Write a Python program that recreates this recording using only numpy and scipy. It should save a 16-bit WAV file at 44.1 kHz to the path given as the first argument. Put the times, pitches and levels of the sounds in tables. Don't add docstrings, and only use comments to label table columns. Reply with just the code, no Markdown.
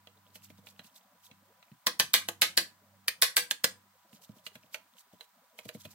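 import sys
import numpy as np
from scipy import signal
from scipy.fft import rfft, irfft, next_fast_len
from scipy.io import wavfile
from scipy.ndimage import map_coordinates

SR = 44100
rng = np.random.default_rng(int(sys.argv[2]) if len(sys.argv) > 2 else 0)


def waveform_to_disk(signal):
    frames = np.transpose(np.atleast_2d(signal))
    scaled = np.clip(frames, -1, 1) * 32767
    samples = np.round(scaled).astype(np.int16)
    wavfile.write(sys.argv[1], SR, samples)


N = 261954
TIME = np.arange(N) / SR
AGE = np.arange(SR // 3) / SR


def amp(db):
    return 10 ** (np.asarray(db) / 20)

def unit(x):
    return x / np.sqrt(np.mean(x ** 2) + 1e-20)

def along(points, hz):
    freqs, values = np.transpose(points)
    return np.interp(np.log(hz + 1), np.log(freqs), values)

def fade(t60):
    return amp(-60 * AGE / t60)

def wobble(rate):
    return map_coordinates(rng.standard_normal(int(N * rate / SR) + 4), [TIME * rate])

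def filtered(x, response):
    n = x.shape[-1]
    padded = next_fast_len(n + 8192)
    return irfft(rfft(x, padded) * response(np.fft.rfftfreq(padded, 1 / SR)), padded)[..., :n]

def direct(x):
    return np.array([np.pad(x, (3, 0))[:len(x)], x])

def add(track, start, x):
    i = max(round(start * SR), 0)
    track[:, i:i + x.shape[1]] += x[:, :max(N - i, 0)]

# (frequency [Hz], coherence [0-1])
COHERENCE = [(100, .93), (300, 0.62), (550, 1), (1200, 0.53), (2500, 0.11), (10000, .05)]
def stereo_angle(hz):
    return np.arccos(np.clip(along(COHERENCE, hz), -1, 1)) / 2

def noise(colour, size=len(AGE)):
    response = lambda hz: amp(colour(hz)) * [np.cos(stereo_angle(hz)), np.sin(stereo_angle(hz))]
    mid, side = filtered(rng.standard_normal((2, size)), response)
    return unit(np.array([mid + side, mid - side]))

def grains(rate, hz, spread, cycles, spiky_db, size):
    count = round(rate * N / SR)
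    onsets = rng.uniform(0, N, count).astype(int)
    pitch = hz * np.exp(spread * rng.standard_normal((count, 1)))
    turns = pitch * np.arange(size) / SR
    waves = np.sin(2 * np.pi * turns) * turns / cycles * np.exp(-turns / cycles)
    waves *= amp(spiky_db * np.minimum(rng.exponential(size=pitch.shape), 4))
    samples = onsets[:, None] + np.arange(size)
    return unit(np.bincount(samples.ravel(), waves.ravel(), N)[:N])

def ring(modes, colour=np.zeros_like, scatter_db=3):
    hz, db, t60 = np.transpose(modes)
    gain = amp(db + colour(hz) + scatter_db * rng.standard_normal(len(hz)))
    apart = stereo_angle(hz) * rng.choice([-1, 1], len(hz))
    phase = rng.uniform(0, 2 * np.pi, len(hz)) + np.array([apart, -apart])
    waves = np.sin(2 * np.pi * hz[:, None] * AGE + phase[..., None]) * fade(t60[:, None])
    return gain @ waves / np.linalg.norm(amp(db)) * (1 - np.exp(-AGE / 0.00038))

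def contact_peaks(depth_db):
    hz = np.geomspace(400, 16000, 90)
    return np.column_stack([hz, depth_db * rng.standard_normal(len(hz)) * (hz > 500)])

def impact(colour, t60, grit, size=4096):
    cepstrum = irfft(np.log(amp(colour(np.fft.rfftfreq(size, 1 / SR))) + 1e-6))
    cepstrum[1:size // 2] *= 2
    cepstrum[size // 2 + 1:] = 0
    force = rng.standard_normal(len(AGE)) * fade(t60)
    force *= grit / np.linalg.norm(force)
    force[0] += 1
    response = signal.fftconvolve(force, irfft(np.exp(rfft(cepstrum))))[:len(AGE)]
    return direct(response / np.linalg.norm(response) * np.sqrt(SR / 1000))

# (frequency [Hz], t60 [s])
KITCHEN_DECAY = [(200, 0.41), (600, 0.19), (1500, 0.23), (4000, 0.19), (9000, .22), (15000, 0.15)]
def in_room(x, wet_db):
    hz, t, spectrum = signal.stft(noise(np.zeros_like), SR, nperseg=256)
    decay = amp(-60 * t / along(KITCHEN_DECAY, hz)[:, None])
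    tail = signal.istft(spectrum * decay, SR, nperseg=256)[1][:, :len(AGE)]
    tail *= 1 - np.exp(-AGE / 0.0046)
    tail /= np.linalg.norm(tail[0])
    return x + amp(wet_db) * signal.fftconvolve(x, tail, axes=1)[:, :len(AGE)]

# (frequency [Hz], relative density [dB])
HISS_SPECTRUM = [(470, -28), (800, -6.5), (918, -10), (990, 2.5), (1040, -8.5), (1190, -6.5), (2660, -16.5),
                 (3980, -18), (6090, -21), (9100, -20), (10600, -26), (16000, -13.5)]
def room_hiss():
    return amp(-66) * noise(lambda hz: along(HISS_SPECTRUM, hz), N)

def burble():
    upper = grains(rate=110, hz=600, spread=.17, cycles=3, spiky_db=2, size=2048)
    lower = grains(rate=60, hz=220, spread=.15, cycles=2, spiky_db=2, size=3072)
    return amp(-75.5) * unit((upper + .7 * lower) * amp(-20 * wobble(14) ** 2))

# (time [s], relative level [dB])
HUM_ENVELOPE = [(0.0, -69.5), (0.28, -71.5), (0.45, -64.5), (0.74, -68), (1.0, -94), (1.38, -70),
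                (1.75, -96.5), (2.3, -62), (2.7, -74), (3.0, -70), (3.52, -92), (3.73, -66), (4.08, -91),
                (4.6, -76), (4.95, -93), (5.58, -95), (5.83, -68.5)]
# (frequency [Hz], relative level [dB])
HUM_PARTIALS = [(98, -3), (197, -5.5), (295, -18)]
def appliance_hum():
    partials = sum(amp(db + 1.5 * wobble(14)) * np.sin(2 * np.pi * hz * TIME + .35 * wobble(14))
                   for hz, db in HUM_PARTIALS)
    band = [(60, -33.5), (120, -1), (200, 6.5), (290, -13.5), (450, -22), (1500, -62.5)]
    drone = amp(-10.5) * noise(lambda hz: along(band, hz), N)
    level_db = np.interp(TIME, *np.transpose(HUM_ENVELOPE))
    return amp(level_db + 4.5) * (partials + drone) * amp([[-1.5], [1.5]])

# (start [s], end [s])
WORKING_SPELLS = [(0, 1.8), (4.0, 5.1)]
def grain_pops():
    working = sum((TIME >= start) & (TIME < end) for start, end in WORKING_SPELLS)
    pops = grains(rate=8, hz=3200, spread=.25, cycles=1.2, spiky_db=2, size=384)
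    return amp(-82) * direct(working * pops)

# (frequency [Hz], relative level [dB], t60 [s])
PLATE_MODES = [(391, -15, 0.067), (481, -7, .1), (620.6, -2, 0.074), (717, -12, .06)]
# (time [s], relative level [dB])
PLATE_FREEDOM = [(0, -4), (1.5, -23.5), (4.3, -18), (4.6, -10), (5.65, -6.5)]
def plate_ring(start):
    return amp(np.interp(start, *np.transpose(PLATE_FREEDOM))) * ring(PLATE_MODES)

# (time [s], tick [dB], thud [dB], squelch [dB])
PADDLE_PRESSES = [(0.0708, -42, -62, -80), (0.3549, -40.5, -50.5, -52), (0.501, -47, -42, -68),
                  (0.584, -71, -49.5, -68), (0.669, -41.5, -64, -58.5), (0.7928, -36.5, -46.5, -68),
                  (0.843, -54, -52, -76), (1.312, -44.5, -48.5, -73), (1.6265, -47, -71, -93),
                  (1.715, -55.5, -41.5, -90.5), (4.129, -51, -43, -60.5), (4.291, -58, -35.5, -72.5),
                  (4.362, -64, -52, -67), (4.4644, -29.5, -54, -48), (4.5541, -39, -44, -58.5),
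                  (4.639, -69, -53, -78), (4.744, -25, -74, -44.5), (5.132, -61, -47, -68),
                  (5.208, -36, -72, -65.5), (5.588, -35, -56, -53.5), (5.6525, -45.5, -36.5, -54),
                  (5.6897, -31.5, -72, -55), (5.748, -45, -33.5, -54.5), (5.8522, -37.5, -35.5, -54)]
# (frequency [Hz], relative density [dB])
RUMBLE_SPECTRUM = [(50, -32), (80, -16), (110, 0), (200, -1.5), (300, -8), (500, -35), (1500, -97)]
def thuds(hz=206.3, lead_s=0.0006):
    out = np.zeros((2, N))
    push = amp(3) * np.sin(2 * np.pi * hz * AGE) * fade(0.042)
    onset = 1 - np.exp(-(AGE / 0.0048) ** 2)
    for start, _, db, _ in PADDLE_PRESSES:
        plate = amp(6.5) * plate_ring(start) * fade(0.1)
        rumble = amp(-10.5) * noise(lambda hz: along(RUMBLE_SPECTRUM, hz)) * fade(0.13)
        add(out, start - lead_s, amp(db) * (push + plate + rumble) * onset)
    return out

# (centre time [s], relative level [dB])
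PADDLE_PEELS = [(0.446, -56.5), (0.7, -63.5), (0.864, -58), (0.968, -59), (1.255, -57), (4.155, -67.5),
                (4.239, -57.5), (4.385, -71.5), (4.995, -56), (5.235, -66), (5.811, -58), (5.916, -58.5)]
# (frequency [Hz], relative density [dB])
FIZZ_SPECTRUM = [(880, -43), (1500, -18), (2390, -4.5), (3220, -14), (3810, -1.5), (8320, -1.5),
                 (9280, -6.5), (14500, 1), (16000, -10.5)]
def squelches(rise_s=0.0072, fall_s=0.012, peel_half_s=0.027):
    landing = sum(amp(db) * np.exp(-np.maximum((start - TIME) / rise_s, (TIME - start) / fall_s))
                  for start, _, _, db in PADDLE_PRESSES)
    lifting = sum(amp(db) * np.exp(-2 * ((TIME - centre) / peel_half_s) ** 2)
                  for centre, db in PADDLE_PEELS)
    settling = amp(-77.5)
    clumps = amp(2 * wobble(130))
    threads = direct(grains(rate=700, hz=7500, spread=.35, cycles=.6, spiky_db=4.5, size=128))
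    pockets = direct(grains(rate=180, hz=3500, spread=.1, cycles=2, spiky_db=3, size=512))
    fizz = noise(lambda hz: along(FIZZ_SPECTRUM, hz), N)
    wet = clumps * (fizz + amp(-5) * threads + amp(-7.5) * pockets)
    return (landing + lifting + settling) * wet * amp([[-2.2], [0.2]])

# (frequency [Hz], bandwidth [Hz], relative level [dB])
PADDLE_MODES = [(1630, 70, -10), (2100, 190, 5), (2950, 69, 4.5), (3227, 65, -2), (3340, 86, 8),
                (4000, 90, 3), (6370, 120, 2)]
# (frequency [Hz], relative density [dB])
TICK_SPECTRUM = [(290, -83.5), (500, -1), (621, -2.5), (1050, -4.5), (3020, 5), (3590, -7), (4030, 4.5),
                 (5090, -14.5), (10100, -13.5), (16000, -19)]
def ticks():
    out = np.zeros((2, N))
    plastic_modes = [(hz, db, np.log(1000) / np.pi / width) for hz, width, db in PADDLE_MODES]
    for start, db, _, squelch_db in PADDLE_PRESSES:
        wetness_db = min(squelch_db - db + 23.5, 24)
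        treble = [(4000, 0), (8000, 0.6 * wetness_db)]
        peaks = contact_peaks(depth_db=6)
        colour = lambda hz: along(TICK_SPECTRUM, hz) + along(treble, hz) + along(peaks, hz)
        snap = amp(-7.5) * impact(colour, t60=0.0074, grit=0.35)
        clatter = amp(-6) * noise(colour) * fade(0.04) * (1 - np.exp(-AGE / 0.00011))
        plastic = amp(-7) * ring(plastic_modes) * fade(0.12)
        plate = amp(-8) * plate_ring(start)
        add(out, start + 0.0009, amp(db) * in_room(snap + clatter + plastic + plate, wet_db=-13.5))
    return out * amp([[-2.1], [2.1]])

# (time [s], strength [dB], most excited frequency [Hz], body [dB], treble [dB])
DISH_BLOWS = [(1.8692, -10, 4140, 6, -1.5), (1.9986, -7, 3000, 5, -3), (2.1399, -0.9, 3950, 0.5, -3.5),
              (2.2873, -21, 2820, 11, 4), (2.4196, -1.2, 3770, 0.7, -4.5), (2.5757, -4, 3900, 1.6, -1.2),
              (3.0821, -15, 2474, -6, -2.5), (3.2225, 0.5, 4100, 1, 1), (3.3683, -1, 2680, 0.4, 2.1),
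              (3.5108, -16.5, 3086, 0.5, -4), (3.643, -10, 3020, 3, -2.8)]
# (frequency [Hz], relative level [dB], t60 [s])
DISH_MODES = [(342, -18, .14), (488, -10.5, .11), (590, -15, .06), (690, -10, .07), (850, -10, .08),
              (1074, -11, .1), (1235, -9, .12), (1577, -2.5, .11), (1669, -2, .11), (1734, -2.5, .1),
              (1923, -6, .12), (1994, -2, .13), (2123, -4, .11), (2507, -4, .12), (2940, -2, .08),
              (3095, -2, .1), (3398, -3, .12), (3650, -6, .12), (3910, -3, .1), (4074, -1.5, .1),
              (4213, -4, .11), (4396, -5, .1), (5860, -9, .08), (7610, -7, .07), (9630, -8, .08),
              (11180, -9, .1), (11900, -5, .07), (14200, -6, .06)]
# (frequency [Hz], relative density [dB])
CRACK_SPECTRUM = [(35, -50), (60, -27.5), (202, -12), (346, -22.5), (398, -35), (480, -10.5), (968, -20.5),
                  (1060, -12), (1440, -17), (1580, -4.5), (2350, -8), (4030, -6), (7060, -7), (14900, -8),
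                  (16000, -10)]
# (frequency [Hz], left minus right [dB])
DISH_BALANCE = [(300, -1), (820, 1), (1000, 4.5), (1220, -3.5), (1700, -3.5), (1900, 1.5), (2400, 1),
                (2950, -2), (3600, -1), (15000, -1)]
def knocks():
    out = np.zeros((2, N))
    swell_rise = np.linspace(0, 1, round(.0065 * SR)) ** 0.64
    bass_cut = [(80, -17.5), (450, -4)]
    crack_shape = [(1100, -3), (2200, -2.5), (4500, 3), (8000, -12)]
    swell_shape = [(1500, -8.5), (7500, 2.5), (10000, 8.5)]
    for start, db, spot_hz, body_db, treble_db in DISH_BLOWS:
        bass_db = body_db - 0.43 * db - 3
        tilt = [(300, bass_db), (900, body_db), (2000, 0.0062), (4500, 0.011), (8000, treble_db)]
        curves = [CRACK_SPECTRUM, tilt, contact_peaks(depth_db=3.5), bass_cut]
        spot = lambda hz: 2.5 * np.exp(-(np.log(hz / spot_hz) / .14) ** 2)
        colour = lambda hz: spot(hz) + sum(along(curve, hz) for curve in curves)
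        crack = amp(1.5) * impact(lambda hz: colour(hz) + along(crack_shape, hz), t60=0.014, grit=0.5)
        clatter = amp(-3) * noise(colour) * fade(0.037) * (1 - np.exp(-AGE / 0.00026))
        dish = amp(-16.5) * ring(DISH_MODES, lambda hz: along(tilt, hz))
        add(out, start, amp(db) * in_room(crack + clatter + dish, wet_db=-14.5))
        swell = noise(lambda hz: colour(hz) + along(swell_shape, hz), len(swell_rise)) * swell_rise
        add(out, start - len(swell_rise) / SR, amp(db - 19) * swell)
    return filtered(out, lambda hz: amp(along(DISH_BALANCE, hz) * np.array([[.5], [-.5]])))

def scene():
    background = room_hiss() + burble() + appliance_hum()
    return background + grain_pops() + thuds() + squelches() + ticks() + knocks()

def limited(x, ceiling_db, detector_s, smoothing_s):
    def smooth(y, seconds):
        pole = np.exp(-1 / (seconds * SR))
        return signal.lfilter([1 - pole], [1, -pole], y)
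    level = np.sqrt(smooth(np.mean(x ** 2, axis=0), detector_s))
    reduction = 1 - (1 + (level / amp(ceiling_db)) ** 4) ** (-1 / 4)
    return x * (1 - smooth(reduction, smoothing_s))

def record(dry, low_hz=75, top_hz=15850):
    x = limited(dry, ceiling_db=-16, detector_s=0.0011, smoothing_s=0.0005)
    x = x / (1 + (x / .47) ** 4) ** (1 / 4)
    x = signal.sosfilt(signal.butter(3, low_hz, "high", fs=SR, output="sos"), x)
    return filtered(x, lambda hz: 1 / np.sqrt(1 + (hz / top_hz) ** 160))


dry = scene()
out = record(dry)
waveform_to_disk(out)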